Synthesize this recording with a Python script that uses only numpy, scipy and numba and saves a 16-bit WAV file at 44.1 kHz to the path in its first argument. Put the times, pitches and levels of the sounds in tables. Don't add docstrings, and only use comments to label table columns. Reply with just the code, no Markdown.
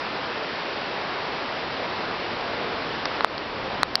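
import sys
import numpy as np
from scipy import signal
from scipy.fft import rfft, irfft
from scipy.io import wavfile
from scipy.ndimage import uniform_filter1d
from numba import njit

SR = 44100
rng = np.random.default_rng(int(sys.argv[2]) if len(sys.argv) > 2 else 0)


def put_to_file(sound):
    columns = np.atleast_2d(sound).T
    safe = np.clip(columns, -1, 1)
    whole_steps = np.round(safe * 32767)
    wavfile.write(sys.argv[1], SR, whole_steps.astype(np.int16))


N = 176400
TIME = np.arange(N) / SR
FREQ = np.arange(N // 2 + 1) * SR / N


def undb(db):
    return 10 ** (np.asarray(db) / 20)


def wander(rate_hz):
    hold = int(SR / rate_hz)
    steps = np.repeat(rng.standard_normal(512), hold)[:N]
    return 1.5 * uniform_filter1d(uniform_filter1d(steps, hold), hold)


def airy_noise(spectrum, swell_db, flicker_db=0):
    hz, db = np.array(spectrum, float).T
    octave = np.log2(np.maximum(FREQ, 1))
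    colour = undb(np.interp(octave, np.log2(hz), db)) * (octave > np.log2(10))
    bins = rfft(rng.standard_normal(N)) * colour
    swell = swell_db * wander(rate_hz=8.9)
    out = np.zeros(N)
    for centre in np.arange(3, 13.6, .5):
        band = irfft(bins * np.maximum(1 - 2 * abs(octave - centre), 0), N)
        out += band * undb(swell + flicker_db * wander(rate_hz=14))
    return out / np.std(out)


# t/s, level/dB
BREEZE_STRENGTH = [(0, -0.8), (.35, 0.7), (.6, -0.3), (.85, -1), (1.2, 0.7), (1.55, -.5), (2.1, 0.5),
                   (2.75, 1), (3.1, 0.3), (3.5, 0.96), (4, 2.1)]
def breeze_db():
    return np.interp(TIME, *np.array(BREEZE_STRENGTH).T)


# f/Hz, relative level/dB
RUSH_SPECTRUM = [(25, -40.5), (60, -22), (130, -10), (240, -3.5), (480, 1), (950, -0.7), (1500, -6),
                 (2500, -13), (4000, -18), (6500, -38)]
def air_rush():
    return airy_noise(RUSH_SPECTRUM, swell_db=-0.2, flicker_db=0.8) * undb(-31 + breeze_db())


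# f/Hz, relative level/dB
HISS_SPECTRUM = [(300, -17), (1000, 2), (1800, 2.5), (2700, 1), (3300, -2), (4200, -2.5), (5100, -5),
                 (5600, -12.5), (6500, -21)]
def leaf_hiss():
    return airy_noise(HISS_SPECTRUM, swell_db=-0.04) * undb(-34.5 - 0.37 * breeze_db())


# f/Hz, relative level/dB
RUMBLE_SPECTRUM = [(15, -16), (28, -9), (45, -5), (90, -1.5), (150, -1.5), (300, -1.5), (700, -37.5)]
# t/s, level/dB
RUMBLE_ENVELOPE = [(0, -50), (1.25, -49), (1.8, -45), (2.5, -46), (3.2, -43.5), (4, -37.5)]
def breeze_rumble():
    level_db = np.interp(TIME, *np.array(RUMBLE_ENVELOPE).T)
    return airy_noise(RUMBLE_SPECTRUM, swell_db=-0.3) * undb(level_db)


def ring_modes(contacts, modes):
    out = np.zeros(N)
    strongest_hz = max(modes, key=lambda mode: mode[1])[0]
    for start, db, pitch, brightness in contacts:
        ringing = (TIME >= start) & (TIME < start + .03)
        age = TIME[ringing] - start
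        for hz, mode_db, crest_ms in modes:
            rise = age * 1000 / crest_ms
            envelope = rise * np.exp(1 - rise)
            amplitude = undb(db + mode_db + brightness * np.log2(hz / strongest_hz))
            out[ringing] += amplitude * envelope * np.sin(2 * np.pi * hz * pitch * age)
    return out


# t/s, level/dB, pitch ratio, brightness/(dB per octave)
PART_CONTACTS = [(3.0553, -18, 1.11, -5), (3.3796, -19.5, 1.0, -1), (3.9549, -1, 1.037, 2.5)]
# f/Hz, level/dB, time to crest/ms
PART_MODES = [(1540, 1, 0.16), (3020, -9, 0.61), (4385, 2, 0.44), (4910, -9, 1)]
def plastic_ticks():
    return ring_modes(PART_CONTACTS, PART_MODES)


# t/s, level/dB, pitch ratio, brightness/(dB per octave)
BODY_CONTACTS = [(3.0576, -17, 0.96, -1), (3.2077, -10.5, 1.05, -2), (3.2461, -2.5, 0.96, -3.5),
                 (3.8318, -2.5, 1.1, 1)]
# f/Hz, level/dB, time to crest/ms
BODY_MODES = [(780, -24.5, 0.27), (1122, 3, 0.36), (1636, -8, 0.49), (3765, -5.5, 0.48)]
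def body_knocks():
    return ring_modes(BODY_CONTACTS, BODY_MODES)


def scene():
    wind = air_rush() + leaf_hiss() + breeze_rumble()
    casing = signal.butter(2, 236, "highpass", fs=SR, output="sos")
    handling = signal.sosfilt(casing, plastic_ticks() + body_knocks())
    return np.tile(wind + handling, (2, 1))


@njit
def follow(x, attack_s, release_s):
    out, level = np.empty(len(x)), 0.
    for i in range(len(x)):
        level += (x[i] - level) / (SR * (attack_s if x[i] > level else release_s))
        out[i] = level
    return out


def gain_control(x, threshold_db=-8, attack_s=0.00064, fast_release_s=.025, slow_release_s=0.53):
    level_db = 20 * np.log10(abs(signal.hilbert(x)) + 1e-9)
    excess_db = np.maximum(level_db - threshold_db, 0)
    fast_db = follow(excess_db, attack_s, fast_release_s)
    slow_db = 0.74 * follow(excess_db, attack_s, slow_release_s)
    lag = int(SR * .001)
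    return x * undb(-np.pad(fast_db + slow_db, (lag, 0))[:N])


def record(dry, mic_band_hz=5720, overload=.71, top_hz=15900):
    mic = irfft(rfft(dry[0]) / np.sqrt(1 + (FREQ / mic_band_hz) ** 64), N)
    clipped = np.clip(gain_control(mic), -overload, overload)
    top_cut = signal.ellip(8, .2, 80, top_hz, fs=SR, output="sos")
    return np.tile(signal.sosfilt(top_cut, clipped), (2, 1))


dry = scene()
out = record(dry)
put_to_file(out)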